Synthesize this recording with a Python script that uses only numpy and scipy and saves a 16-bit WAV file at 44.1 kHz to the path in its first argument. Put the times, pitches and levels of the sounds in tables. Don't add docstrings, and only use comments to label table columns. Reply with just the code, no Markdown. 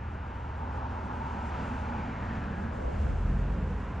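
import sys
import numpy as np
from scipy import signal
from scipy.fft import rfft, irfft
from scipy.io import wavfile
from scipy.ndimage import uniform_filter1d

SR = 44100
rng = np.random.default_rng(int(sys.argv[2]) if len(sys.argv) > 2 else 0)


def store_wav(level_fs):
    pcm = np.round(np.clip(np.atleast_2d(level_fs), -1, 1) * 32767)
    wavfile.write(sys.argv[1], SR, pcm.T.astype(np.int16))


N = 176400


def undb(db):
    return 10 ** (np.asarray(db) / 20)


def unit(x):
    return x / np.sqrt(np.mean(np.abs(x) ** 2))


def curve(rows, column=1):
    rows = np.array(rows, float)
    return np.interp(np.arange(N) / SR, rows[:, 0], rows[:, column])


def colour(rows, column=1):
    rows = np.array(rows, float)
    return np.interp(np.log(np.fft.rfftfreq(N, 1 / SR) + 1), np.log(rows[:, 0]), rows[:, column])


def wander(rate_hz):
    hold = int(SR / rate_hz)
    steps = np.repeat(rng.standard_normal(N // hold + 1), hold)
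    return unit(uniform_filter1d(uniform_filter1d(steps, hold), hold)[:N])


def running_phase(hz):
    return 2 * np.pi * np.cumsum(hz) / SR


def noise(spectrum):
    white = rng.standard_normal((2, N))
    return unit(irfft(rfft(white) * undb(colour(spectrum)), N))


def swell(spectrum, levels, flicker_db):
    return noise(spectrum) * undb(curve(levels) + flicker_db * wander(10))


def resonance(track, width_hz):
    lowpass = 1 / np.sqrt(1 + (np.fft.fftfreq(N, 1 / SR) / (width_hz / 2)) ** 4)
    white = rng.standard_normal((2, N)) + 1j * rng.standard_normal((2, N))
    envelope = np.fft.ifft(np.fft.fft(white) * lowpass)
    carrier = np.exp(1j * running_phase(curve(track)))
    return unit((envelope * carrier).real) * undb(curve(track, column=2))


def respond(x, response, half=2048):
    length = 2 * half + 1
    taps = np.roll(irfft(response, N), half, axis=-1)[:, :length] * np.hanning(length)
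    padded = np.pad(x, half, mode="reflect", reflect_type="odd")
    return signal.fftconvolve(padded[None], taps, mode="full")[:, 2 * half:2 * half + N]


def road():
    # f/Hz, relative level/dB
    spectrum = [(20, -18.5), (42, -16), (80, 1.5), (140, -2.5), (230, -5), (340, -10.5), (600, -16.5),
                (900, -11.5), (1150, -14.5), (1600, -14.5), (2000, -22), (2700, -26), (4000, -40.5),
                (6800, -54), (8500, -73), (11500, -77)]
    return noise(spectrum) * undb(-43.5)


def idle():
    # multiple of the cycle rate, relative level/dB
    orders = [(2, -14.5), (4, -4), (5, -1.5), (6, -3.5), (7, -15), (8, -7.5), (10, -21), (16, -17.5)]
    cycle_hz, wobble, flutter_db, dispersion_rad = 14.4, 0.004, 1.33, 1.2
    phase = running_phase(cycle_hz * (1 + wobble * wander(3.93)))
    throb = np.zeros(N)
    for order, db in orders:
        tone = np.sin(order * phase + dispersion_rad * order ** 2)
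        uneven_firing = undb(flutter_db * wander(7.2))
        throb += undb(db) * unit(tone * uneven_firing)
    return undb(-37.5) * unit(throb)


def fizz():
    # f/Hz, relative level/dB
    spectrum = [(3800, -40), (4400, -1.5), (6600, 2), (8200, -0.5), (10000, -0.5), (11000, -8.5)]
    # t/s, level/dB
    levels = [(0, -80), (.9, -79), (1.35, -74), (1.7, -71.5), (2.1, -78.5), (2.7, -74), (3, -70),
              (3.3, -72), (4, -77)]
    # f/Hz, gain/dB
    shared_gain = [(7500, 2.5), (8700, -4), (10000, -11)]
    flicker_db = 1.6
    shared, apart = noise(spectrum) * undb(curve(levels) + flicker_db * wander(36))
    return respond(shared, undb(colour(shared_gain))[None]) + np.array([apart, -apart])


def draught():
    # f/Hz, relative level/dB
    whoosh_spectrum = [(180, -20.5), (340, 1), (550, 6), (750, 0.5), (1000, 0), (1400, -14), (1900, -60)]
    # t/s, level/dB
    whoosh_levels = [(2.45, -72), (2.65, -51), (2.76, -53), (2.889, -40.5), (3, -49.5), (3.11, -43.5),
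                     (3.25, -56.5), (3.6, -59), (4, -76)]
    # f/Hz, relative level/dB
    buffet_spectrum = [(25, -20), (60, 8), (130, -4), (220, -2), (350, -16), (800, -63.5)]
    buffet_s, half_width_s = 3.105, 0.059
    shared, apart = swell(whoosh_spectrum, whoosh_levels, flicker_db=2.0)
    whoosh = undb(-5.5) * shared + np.array([apart, -apart])
    puff = undb(-40) * np.exp(-((np.arange(N) / SR - buffet_s) / half_width_s) ** 2)
    return whoosh + noise(buffet_spectrum) * puff


def wake():
    # t/s, f/Hz, level/dB
    boom = [(0, 149.4, -85.5), (1.5, 150.4, -63), (2.3, 160.3, -53), (2.55, 182.5, -39.5), (2.8, 191, -62),
            (3.2, 200, -56), (3.29, 205, -37.5), (3.55, 189, -64)]
    # t/s, f/Hz, level/dB
    hollow = [(0, 450, -78.5), (3.1, 450.5, -65), (3.35, 439.5, -56), (3.67, 449.6, -49.5), (4, 455, -55.5)]
    # f/Hz, relative level/dB
    rush_spectrum = [(100, 0), (160, 6), (330, -2.5), (460, -2.5), (650, -3.5), (1000, -8.5), (1800, -17.5),
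                     (3000, -27), (4500, -33), (7500, -48), (10000, -68.5)]
    rumble_spectrum = [(20, -23), (38, -5), (68, 5), (92, -3), (125, -8.5), (200, -14.5), (300, -27),
                       (600, -64.5), (3000, -93)]
    # t/s, level/dB
    rush_levels = [(0, -73.5), (1.2, -51), (1.75, -43.5), (2.4, -44.5), (2.75, -44), (2.981, -41),
                   (3.25, -42.5), (3.6, -44), (4, -50.5)]
    rumble_levels = [(0, -68), (1.6, -57.5), (2.5, -56), (2.77, -43.5), (2.879, -33), (2.97, -36),
                     (3.04, -30), (3.11, -29), (3.18, -37), (3.31, -32), (3.6, -45), (4, -40.5)]
    rings = resonance(boom, width_hz=29) + resonance(hollow, width_hz=115)
    rush = swell(rush_spectrum, rush_levels, flicker_db=1.36)
    rumble = swell(rumble_spectrum, rumble_levels, flicker_db=1.1)
    return rush + rumble + rings


def exhaust():
    # t/s, firing rate f/Hz, fundamental level/dB, third harmonic level/dB
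    track = [(0, 44.1, -80, -90), (1.7, 44.06, -56.5, -63.5), (2.25, 43.15, -50.5, -46.5),
             (2.85, 41.16, -46, -57), (3.1, 41.55, -40, -56), (3.28, 42.93, -29, -39.5),
             (3.42, 44.96, -30.5, -35.5), (3.58, 48.42, -34.5, -42), (3.8, 49.7, -36, -57),
             (4, 50.22, -45, -46)]
    # multiple of the firing rate, level/dB relative to the fundamental
    orders = [(2, -14.5), (4, -20), (5, -18), (6, -20.5), (10, -27)]
    wobble = 0.0063
    phase = running_phase(curve(track) * (1 + wobble * wander(14)))
    overtones = sum(undb(db) * unit(np.sin(order * phase)) for order, db in orders)
    note = (unit(np.sin(phase)) + overtones) * undb(curve(track, column=2))
    third = unit(np.sin(3 * phase)) * undb(curve(track, column=3))
    return note + third


def wheel_surge(depth_db, lag_s=0):
    wheel_hz, peak_s = 3.056, 1.29
    return undb(depth_db * np.cos(2 * np.pi * wheel_hz * (np.arange(N) / SR - peak_s - lag_s)))


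def tyres():
    # f/Hz, relative level/dB
    roar_spectrum = [(150, -10.5), (350, -4), (500, -3), (700, -1), (850, 4), (980, 5), (1100, -2),
                     (1450, -5.5), (1900, -19.5), (3000, -30), (6000, -36.5), (8500, -64), (10500, -74)]
    hiss_spectrum = [(500, -8), (1000, -1.5), (1500, 2.5), (2000, -4), (2800, -7.5), (3600, -17.5),
                     (5000, -24), (7200, -25.5), (8500, -48.5), (11000, -68)]
    # t/s, level/dB
    roar_levels = [(0, -47.5), (.5, -47), (.8, -42.5), (1.08, -42), (1.25, -41), (1.6, -42.5), (1.95, -42),
                   (2.3, -43.5), (2.55, -44.5), (2.72, -50.5), (3.35, -57.5), (3.699, -51.5), (3.92, -47),
                   (4, -48)]
    hiss_levels = [(0, -59), (.7, -59.5), (1.15, -54.5), (1.55, -48.5), (1.95, -49), (2.35, -48.5),
                   (2.7, -60), (3, -53), (3.4, -66), (3.85, -54.5)]
    # t/s, f/Hz, level/dB
    whine = [(0, 907, -58), (.55, 910, -50), (.85, 914, -50), (1.05, 910, -52), (1.25, 928, -41.5),
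             (1.6, 902, -55), (1.93, 871.6, -42.5), (2.2, 871, -54.5), (2.7, 844, -62.5),
             (3.6, 947.5, -64.5), (3.95, 1010, -55)]
    drone = [(0, 236, -73), (.45, 234, -67), (.65, 230, -50), (1.1, 228, -42.5), (1.5, 234, -47),
             (2.1, 230, -41.5), (2.5, 222, -42), (2.75, 214, -45), (3, 206.3, -42), (3.3, 198, -41.5),
             (3.65, 174, -42), (4, 200.8, -48)]
    # t/s, f/Hz, level/dB
    swish = [(0, 3300, -89), (1.25, 3100, -76), (1.65, 2751, -67), (2.12, 2152, -55), (2.38, 1620, -51),
             (2.66, 1565, -52), (2.85, 1476, -65), (4, 1137, -73)]
    roar = swell(roar_spectrum, roar_levels, flicker_db=1.2) + resonance(whine, width_hz=110)
    hiss = swell(hiss_spectrum, hiss_levels, flicker_db=0.87) + resonance(swish, width_hz=340)
    pulsing_drone = resonance(drone, width_hz=54) * wheel_surge(depth_db=2, lag_s=0.065)
    return (roar + hiss) * wheel_surge(depth_db=0.28) + pulsing_drone


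def ports(shared, diffuse):
    # f/Hz, diffuse gain/dB, left minus right on the approach/dB,
    # left phase lead on the approach/rad, left minus right after the pass/dB
    response = [(60, -40, 0, 0, 0), (140, -28, -.1, 0, -.2), (220, -20, -1.5, .05, -1.2),
                (330, -14, -2.6, .3, -2), (500, -11, -2, .55, -3), (680, -10.5, -2.2, .85, -4),
                (860, -12.5, -2.1, 1.3, -3.5), (1030, -11.5, 1.8, 1.5, -1.8), (1170, -10, 4, 1.1, -1.5),
                (1330, -13, 1.4, .4, -.8), (1600, -18, .3, .05, -.3), (1950, -48, 0, 0, 0)]
    pass_s, crossfade_s = 3.13, 0.26
    diffuse_db, coming_db, lead_rad, going_db = (colour(response, column) for column in (1, 2, 3, 4))
    side = np.array([[1], [-1]])
    coming = respond(shared, undb(side * coming_db / 2) * np.exp(.5j * side * lead_rad))
    going = respond(shared, undb(side * going_db / 2))
    spread = respond(diffuse, side * undb(diffuse_db))
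    gone = (1 + np.tanh((np.arange(N) / SR - pass_s) / crossfade_s)) / 2
    return (1 - gone) * coming + gone * going + spread


def scene():
    shared, diffuse = road() + tyres() + wake()
    return ports(shared + idle() + exhaust(), diffuse) + draught() + fizz()


def record(dry):
    cutoff_hz = 11000
    lowpass = signal.ellip(8, .1, 50, cutoff_hz, fs=SR, output="sos")
    return signal.sosfiltfilt(lowpass, dry)


dry = scene()
out = record(dry)
store_wav(out)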